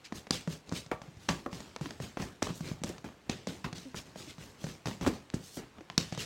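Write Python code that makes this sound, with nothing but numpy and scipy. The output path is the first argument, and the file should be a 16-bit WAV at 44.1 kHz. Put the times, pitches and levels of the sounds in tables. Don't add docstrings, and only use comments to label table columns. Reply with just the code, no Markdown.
import sys
import numpy as np
from scipy import signal
from scipy.io import wavfile
from scipy.ndimage import uniform_filter1d

SR = 44100
rng = np.random.default_rng(int(sys.argv[2]) if len(sys.argv) > 2 else 0)


def wrap_up_sound(samples):
    columns = np.atleast_2d(samples).T
    tamed = np.clip(columns, -1, 1)
    steps = np.round(tamed * 32767).astype(np.int16)
    wavfile.write(sys.argv[1], SR, steps)


N = 275625
BLOW_T = np.arange(SR // 4) / SR

# start in seconds, thud level in dB, nominal thud pitch in Hz,
# thud t60 in seconds, clap level in dB, clap centre in Hz, snap level in dB.
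CONTACTS = [(.123, -35.5, 226, 0.024, -41, 970, -52), (.269, -51, 225, .058, -47.5, 800, -58.5),
            (0.3075, -27.5, 228, 0.012, -34.5, 700, -26.5), (0.4752, -29, 178, 0.084, -38.5, 750, -52.5),
            (.693, -47, 185, 0.012, -52.5, 870, -49.5), (.7158, -50, 193, .04, -46, 804, -58),
            (.723, -30.5, 194, .013, -40.5, 690, -47.5), (.734, -36, 172, 0.012, -51, 840, -65),
            (.862, -49, 150, 0.074, -58, 990, -55.5), (.915, -38.5, 228, 0.018, -31, 720, -52),
            (1.017, -48, 155, 0.019, -47.5, 890, -54.5), (1.079, -43, 154, .09, -54.5, 600, -77),
            (1.169, -46, 94.5, 0.048, -72, 900, -63), (1.289, -37, 200, 0.057, -31.5, 1240, -31.5),
            (1.293, -31.5, 183, 0.15, -33, 1136, -38), (1.462, -35, 262, 0.043, -38.5, 800, -62),
            (1.529, -39.5, 179, 0.045, -45.5, 1120, -51), (1.604, -46, 213, 0.026, -51, 830, -50),
            (1.762, -50, 250, 0.04, -40, 940, -46), (1.811, -31.5, 159, 0.067, -42, 660, -52.5),
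            (1.858, -39, 310, .066, -43, 1400, -49.5), (1.907, -49, 236, 0.052, -46, 1180, -47),
            (2.001, -35, 147, 0.099, -40.5, 740, -55), (2.1716, -35.5, 238, 0.0076, -36, 960, -53.5),
            (2.199, -36, 168, 0.032, -44, 1060, -60), (2.2213, -37, 220, 0.098, -53, 804, -46.5),
            (2.423, -32.5, 223, .056, -30.5, 820, -65), (2.4261, -29, 229, 0.016, -46, 830, -32.5),
            (2.469, -40, 175, 0.064, -36.5, 794, -58), (2.504, -33, 177, 0.024, -57, 745, -63),
            (2.607, -33.5, 173, 0.053, -46.5, 770, -52.5), (2.714, -31.5, 155, 0.032, -46.5, 810, -55),
            (2.817, -39, 180, .024, -58, 790, -64), (2.8361, -44, 203, 0.092, -36.5, 633, -38.5),
            (2.843, -33, 201, 0.024, -61, 657, -44.5), (2.891, -40.5, 194, 0.097, -63, 517, -50),
            (2.981, -51, 146, 0.12, -52.5, 1070, -55), (3.043, -41, 246, .039, -48, 794, -58),
            (3.088, -58, 177, .06, -52.5, 870, -70), (3.296, -30, 209, 0.014, -39, 920, -36),
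            (3.471, -33.5, 209, 0.099, -36, 830, -43.5), (3.644, -37.5, 158, 0.17, -43, 1800, -51),
            (3.728, -38.5, 159, 0.032, -46, 980, -47.5), (3.781, -45, 194, .051, -55, 890, -50),
            (3.9446, -41, 165, 0.032, -41, 696, -70), (4.158, -46, 199, 0.036, -44.5, 870, -60),
            (4.382, -43.5, 171, 0.1, -54.5, 1050, -59), (4.641, -32, 164, 0.058, -40.5, 740, -47),
            (4.667, -38, 162, 0.017, -48, 980, -66), (4.857, -36.5, 156, 0.039, -40, 960, -44),
            (4.871, -37, 174, 0.017, -41.5, 980, -45), (4.883, -34, 181, 0.013, -42.5, 834, -47),
            (4.912, -37, 232, 0.14, -47, 910, -62), (5.011, -34.5, 195, .052, -42.5, 790, -49),
            (5.049, -57, 202, .035, -41, 1500, -64), (5.064, -36, 254, 0.037, -32.5, 685, -50),
            (5.0748, -20, 304, 0.028, -42, 620, -39), (5.301, -76, 236, .05, -78, 960, -49),
            (5.338, -36, 175, 0.079, -42, 810, -59), (5.3412, -25.5, 170, 0.029, -67, 553, -45),
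            (5.571, -37.5, 284, 0.051, -47.5, 785, -53), (5.784, -47.5, 238, 0.034, -54.5, 966, -70),
            (5.808, -48, 336, .051, -51, 940, -64), (5.8998, -51, 164, 0.087, -43, 1395, -47.5),
            (5.9782, -24, 170, .023, -34.5, 916, -22), (6.124, -34, 156, .025, -41, 990, -47.5),
            (6.1487, -61, 172, .04, -53, 1000, -49.5), (6.176, -37, 148, .07, -40.5, 920, -46.5)]
# frequency in Hz, relative level in dB.
CLAP_SPECTRUM = [(100, -3), (250, -20), (450, 8), (800, 2.5), (1400, -2), (2200, -6), (4000, -23),
                 (9000, -40.5)]
CLAP_HZ = 876


def amp(db):
    return 10 ** (np.asarray(db) / 20)


def unit_rms(x):
    return x / np.sqrt(np.mean(x ** 2) + 1e-20)


def unit_blow(x):
    return x * np.sqrt(SR / 100 / (np.sum(x ** 2) + 1e-20))


def value_at(points, hz):
    f, value = np.transpose(points)
    return np.interp(np.log(hz + 1), np.log(f + 1), value)


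def fade(t, t60):
    return amp(-60 * t / np.maximum(t60, .001))


def add(mix, start_s, sound):
    part = mix[max(round(start_s * SR), 0):][:len(sound)]
    part += sound[:len(part)]


def colour(x, spectrum, shift=1):
    hz = abs(np.fft.fftfreq(2048, 1 / SR))
    log_gain = np.log(amp(value_at(spectrum, hz / shift)))
    taps = np.fft.ifft(np.exp(np.conj(signal.hilbert(log_gain)))).real
    return signal.fftconvolve(x, taps[:len(taps) // 2])[:len(x)]


def outdoor_air(level_db=-63.5):
    # frequency in Hz, relative level in dB.
    air_spectrum = [(20, -31), (50, -5), (150, -19), (400, -9.5), (1000, -12), (3000, -19), (7000, -30.5),
                    (10000, -36), (16000, -45)]
    return amp(level_db) * unit_rms(colour(rng.standard_normal(N), air_spectrum))


def gesture(start, swell, t60, hold_s=0.0084):
    t = np.arange(SR) / SR
    rise = np.sin(np.pi / 2 * np.minimum(t / max(swell, .002), 1)) ** 2
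    out = np.zeros(N)
    add(out, start, rise * fade(np.maximum(t - swell - hold_s, 0), t60))
    return out


def effort(idle_swish_db=-71.5, idle_push_db=-71):
    # start, swell and release t60 in seconds, relative swish level in dB,
    # treble tilt in dB per octave, relative push on the dummy in dB.
    sweeps = [(0.034, 0.024, 0.1, -50, -6.5, -85), (.13, 0.04, 0.19, -48, 1.5, -53.5),
              (.305, 0.031, 0.29, -37.5, -3, -48), (0.474, 0.051, 0.2, -47, 0, -53),
              (.65, .035, .25, -60, -3, -61), (.72, 0.052, 0.21, -41, -1.5, -52),
              (0.91, 0.0054, 0.18, -58.5, 1, -47.5), (1.01, 0.023, 1, -66, -0.5, -63.5),
              (1.15, .1, .4, -59.5, 0.5, -65), (1.283, 0.0062, 0.37, -40, -2.5, -41),
              (1.491, 0.062, 0.76, -50.5, -1.5, -53.5), (1.8, 0.032, 0.79, -52.5, -1, -53),
              (1.99, 0.043, 0.35, -48.5, -0.5, -50.5), (2.163, 0.057, .38, -48.5, 0, -46),
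              (2.418, 0.0083, 0.57, -43, -2.5, -49), (2.46, 0.038, 0.085, -67, -6, -45.5),
              (2.52, 0.043, 0.36, -56, 10.5, -62), (2.598, 0.082, 0.34, -49, -1, -49.5),
              (2.83, 0.05, 0.36, -49.5, -0.2, -50), (3.038, 0.01, 0.31, -58, -1, -50.5),
              (3.25, 0.018, .15, -85, -2, -62), (3.291, 0.0059, 0.41, -43.5, -6, -47),
              (3.468, 0.017, 0.45, -47, -1.3, -48.5), (3.638, 0.0081, 0.23, -52, -4, -44),
              (3.74, 0.02, 0.6, -49, -2, -56), (3.94, 0.034, 0.19, -43.5, -0.8, -52.5),
              (4.04, 0.029, 0.48, -60.5, -1, -60.5), (4.139, 0.061, 0.58, -49.5, -.5, -57),
              (4.25, 0.052, 0.12, -49.5, -3, -59.5), (4.375, 0.04, 0.62, -54, 1, -56.5),
              (4.56, 0.078, 0.22, -53.5, 0, -59.5), (4.64, 0.047, 0.36, -50, -0.5, -53),
              (4.852, 0.016, 0.42, -45.5, -0.5, -45.5), (5.008, 0.016, 0.38, -48, -2, -43.5),
              (5.059, 0.0069, 0.14, -43, 2, -34), (5.09, 0.044, 0.38, -53, -2.5, -52),
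              (5.338, 0.0099, 0.41, -57, -1, -56.5), (5.36, .12, .5, -54, 2.5, -72),
              (5.51, 0.062, 0.2, -50.5, 6, -71), (5.564, 0.014, 0.32, -55.5, -5, -49.5),
              (5.745, .035, .15, -78, -7, -61.5), (5.9, 0.018, 0.49, -62, -5, -64),
              (5.978, 0.0076, 0.43, -39.5, -3.5, -51.5), (6.11, 0.02, 0.68, -50.5, -5.5, -60),
              (6.17, 0.04, .25, -38.5, -2, -52)]
    slide_power = amp(idle_swish_db) ** 2
    push_power = amp(idle_push_db) ** 2
    weighted_tilt = 0
    for start, swell, t60, swish_db, tilt_db, push_db in sweeps:
        power = gesture(start, swell, t60) ** 2
        slide_power += amp(swish_db) ** 2 * power
        weighted_tilt += tilt_db * amp(swish_db) ** 2 * power
        push_power += amp(push_db) ** 2 * power
    return np.sqrt(slide_power), weighted_tilt / slide_power, np.sqrt(push_power)


def crinkle(per_s, spread_db, friction):
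    size = amp(spread_db * np.minimum(rng.exponential(1, N), 5))
    creases = size * rng.choice([-1., 1.], N) * (rng.random(N) < per_s / SR)
    return unit_rms(creases) + friction * rng.standard_normal(N)


def folds(x, patchy_db, tilt_db=0):
    hz, t, spectrum = signal.stft(x, SR, nperseg=512)
    patches = uniform_filter1d(rng.standard_normal(spectrum.shape), size=3, axis=0)
    patches = uniform_filter1d(patches, size=6, axis=1)
    octaves = np.log2(np.clip(hz, 2000, 14000) / 4500)[:, None]
    tilt = octaves * np.interp(t, np.arange(N) / SR, tilt_db * np.ones(N))
    return signal.istft(spectrum * amp(patchy_db * unit_rms(patches) + tilt))[1][:N]


def cloth_swish(tilt_db, pop_db=-7.5):
    # frequency in Hz, relative level in dB.
    swish_spectrum = [(800, -21.5), (1800, -7), (2700, -1), (3600, 0.5), (4600, 0.5), (6600, -1),
                      (8000, -4), (10000, -12), (16000, -17.5)]
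    fine = unit_rms(crinkle(per_s=2500, spread_db=3.0, friction=1.1))
    pops = amp(pop_db) * crinkle(per_s=150, spread_db=1.5, friction=0)
    return folds(unit_rms(colour(fine + pops, swish_spectrum)), patchy_db=2.5, tilt_db=tilt_db)


def forearm_rub():
    # frequency in Hz, relative level in dB.
    rub_spectrum = [(200, -27.5), (430, 2.5), (700, -2), (1200, -4), (2100, -6), (3200, -12.5),
                    (7000, -39.5)]
    grain = crinkle(per_s=700, spread_db=3.0, friction=1.03)
    return folds(unit_rms(colour(grain, rub_spectrum)), patchy_db=3.5)


def torso_wobble(window_s=0.0405):
    # frequency in Hz, relative level in dB.
    rock_spectrum = [(20, -21), (40, -5), (65, 0), (130, 1), (260, -1.5), (380, -5), (550, -15.5),
                     (1200, -43.5)]
    rumble = unit_rms(colour(rng.standard_normal(N), rock_spectrum))
    local_power = abs(uniform_filter1d(rumble ** 2, round(window_s * SR)))
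    return unit_rms(rumble / np.sqrt(local_power + 1e-6))


def shaking(below_thud_db=12.5, rise_s=.008, t60=.24):
    t = np.arange(SR // 2) / SR
    shake = (1 - np.exp(-t / rise_s)) * fade(t, t60)
    power = np.zeros(N)
    for start, thud_db, *_ in CONTACTS:
        add(power, start, (amp(thud_db - below_thud_db) * shake) ** 2)
    return np.sqrt(power)


def movement(swish_gain_db=-1.5, rub_gain_db=-1, rock_gain_db=6):
    slide, tilt_db, push = effort()
    swish = amp(swish_gain_db) * slide * cloth_swish(tilt_db)
    rub = amp(rub_gain_db) * push * forearm_rub()
    rocking = np.hypot(amp(rock_gain_db) * push, shaking()) * torso_wobble()
    return swish + rub + rocking


def padding_thud(hz, t60, squeeze=0.5, relax_s=0.0026, rise_s=0.0017):
    t = BLOW_T
    turns = np.cumsum(hz * (0.901 + squeeze * np.exp(-t / relax_s))) / SR
    return unit_blow(-np.sin(2 * np.pi * turns) * (1 - np.exp(-t / rise_s)) * fade(t, t60))


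def contact(t60, scatter):
    touches = scatter * unit_blow(rng.standard_normal(len(BLOW_T)) * fade(BLOW_T, t60))
    return touches + unit_blow(signal.unit_impulse(len(BLOW_T)))


def resonance(hz, t60):
    return unit_blow(np.cos(2 * np.pi * hz * BLOW_T) * fade(BLOW_T, t60))


def air_clap(hz, cupped=0.25):
    puff = unit_blow(colour(contact(t60=0.025, scatter=1.0), CLAP_SPECTRUM, hz / CLAP_HZ))
    return unit_blow(puff + cupped * resonance(0.731 * hz, t60=0.059))


def vinyl_snap(db, hz, t60, ringing=0.76, full_ring_db=-18, nominal_hz=4590):
    # frequency in Hz, relative level in dB.
    snap_spectrum = [(900, 2), (2000, 2), (2800, 2.5), (3500, 7), (4500, 8), (6200, 7), (7600, -1.5),
                     (10500, -15), (16000, -41)]
    # nominal frequency in Hz, relative level in dB, t60 in seconds.
    vinyl_modes = [(4190, 8, 0.019), (5210, 11, 0.014), (6500, -19, 0.024)]
    shift = hz / nominal_hz
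    crack = unit_blow(colour(contact(t60=t60, scatter=1.7), snap_spectrum, shift))
    sheet = sum(amp(mode_db) * resonance(mode_hz * shift, mode_t60)
                for mode_hz, mode_db, mode_t60 in vinyl_modes)
    stretch = np.sqrt(min(amp(db - full_ring_db), 1))
    return amp(db) * unit_blow(crack + ringing * stretch * unit_blow(sheet))


def blows(clap_lag_s=0.00046, snap_lag_s=.0007, palm_brightening=0.355, doubling_db=7.5):
    out = np.zeros(N)
    for start, thud_db, thud_hz, thud_t60, clap_db, clap_hz, snap_db in CONTACTS:
        snap_hz = 4850 * (CLAP_HZ / clap_hz) ** palm_brightening
        snap_t60 = .012 * 2 ** ((thud_db - snap_db) / doubling_db)
        add(out, start, amp(thud_db) * padding_thud(thud_hz, thud_t60))
        add(out, start + clap_lag_s, -amp(clap_db) * air_clap(clap_hz))
        add(out, start + snap_lag_s, vinyl_snap(snap_db, snap_hz, snap_t60))
    return out


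def yard_reflections(x, tail_db=-15, build_s=0.015):
    # delay in seconds, level in dB.
    reflections = [(.0058, -32), (.0105, -48), (.0185, -47), (0.0237, -23.5), (0.032, -23)]
    # frequency in Hz, t60 in seconds.
    decay_times = [(100, 0.44), (260, 0.099), (700, 0.42), (1840, 0.19), (5000, 0.2), (14000, 0.22)]
    echoes = np.zeros(SR // 2)
    for delay, db in reflections:
        add(echoes, delay, amp(db) * np.array([.25, .5, .25]))
    hz, t, noise = signal.stft(rng.standard_normal(len(echoes)), SR, nperseg=256)
    decay = fade(t, value_at(decay_times, hz)[:, None])
    build_up = 1 - np.exp(-(t / build_s) ** 2)
    tail = signal.istft(noise * decay * build_up)[1][:len(echoes)]
    return signal.fftconvolve(x, echoes + amp(tail_db) * tail / np.linalg.norm(tail))[:N]


def stand_ring(centre_hz, octaves=0.6, detune=0.012, rattle=0.99, rattle_t60=0.1):
    # mean frequency in Hz, relative level in dB, t60 in seconds.
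    stand_modes = [(220, -2, .13), (246.4, 18, 0.21), (328, 14, 0.093), (398, -9, 0.36), (485, 7.5, 0.099),
                   (566, 3, 0.17), (745, 9, 0.071), (835, -10, 0.17), (1170, -4, 0.18), (1410, -16, 0.038),
                   (1624, -8, .1), (1970, -13, 0.063), (2540, -12, .08), (3130, -10, 0.076)]
    t = BLOW_T
    modes = np.zeros(len(t))
    for k, (hz, db, t60) in enumerate(stand_modes):
        excitation = 1 / (1 + (np.log2(hz / centre_hz) / octaves) ** 4)
        turns = hz * (1 + detune * rng.standard_normal()) * t
        modes += (-1) ** k * excitation * amp(db) * fade(t, t60) * np.sin(2 * np.pi * turns)
    loose = colour(rng.standard_normal(len(t)) * fade(t, rattle_t60), CLAP_SPECTRUM, centre_hz / CLAP_HZ)
    rattle_gain = rattle * np.sqrt(centre_hz / CLAP_HZ)
    attack = 1 - np.exp(-t / .0007)
    return unit_blow((unit_blow(modes) + rattle_gain * unit_blow(loose)) * attack)


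def stand_knocks():
    # start in seconds, level in dB, centre of the excitation in Hz.
    jolts = [(0.475, -51, 610), (.915, -32, 945), (1.289, -31.5, 1270), (1.295, -40, 895),
             (1.46, -35.5, 500), (2.172, -51, 1110), (2.835, -39.5, 480), (2.893, -39, 440),
             (3.293, -42.5, 520), (3.643, -40.5, 2200), (5.065, -25.5, 426), (5.0743, -25.5, 340),
             (5.571, -52, 460)]
    out = np.zeros(N)
    for start, db, centre_hz in jolts:
        add(out, start, amp(db) * stand_ring(centre_hz))
    return out


def hums(overtone_db=-14, sag=0.089):
    # start and length in seconds, pitch in Hz, level in dB.
    tones = [(3.853, 0.047, 265, -41), (4.273, 0.021, 297, -45)]
    out = np.zeros(N)
    for start, length, hz, db in tones:
        progress = np.linspace(0, 1, round(length * SR))
        phase = 2 * np.pi * np.cumsum(hz * (1 + sag * (.5 - progress))) / SR
        swell = np.sin(np.pi * progress ** 0.62)
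        add(out, start, amp(db) * swell * (np.sin(phase) + amp(overtone_db) * np.sin(2 * phase)))
    return out


def scene():
    direct = blows() + stand_knocks() + hums()
    air = outdoor_air()
    return (direct + yard_reflections(direct) + movement() + air)[None]


def record(dry, low_cut_hz=45, high_cut_hz=16200):
    thinned = signal.sosfilt(signal.butter(2, low_cut_hz, "high", fs=SR, output="sos"), dry)
    low_pass = signal.firwin(511, high_cut_hz, window=("kaiser", 9), fs=SR)
    return signal.oaconvolve(thinned, low_pass[None], "same")


dry = scene()
out = record(dry)
wrap_up_sound(out)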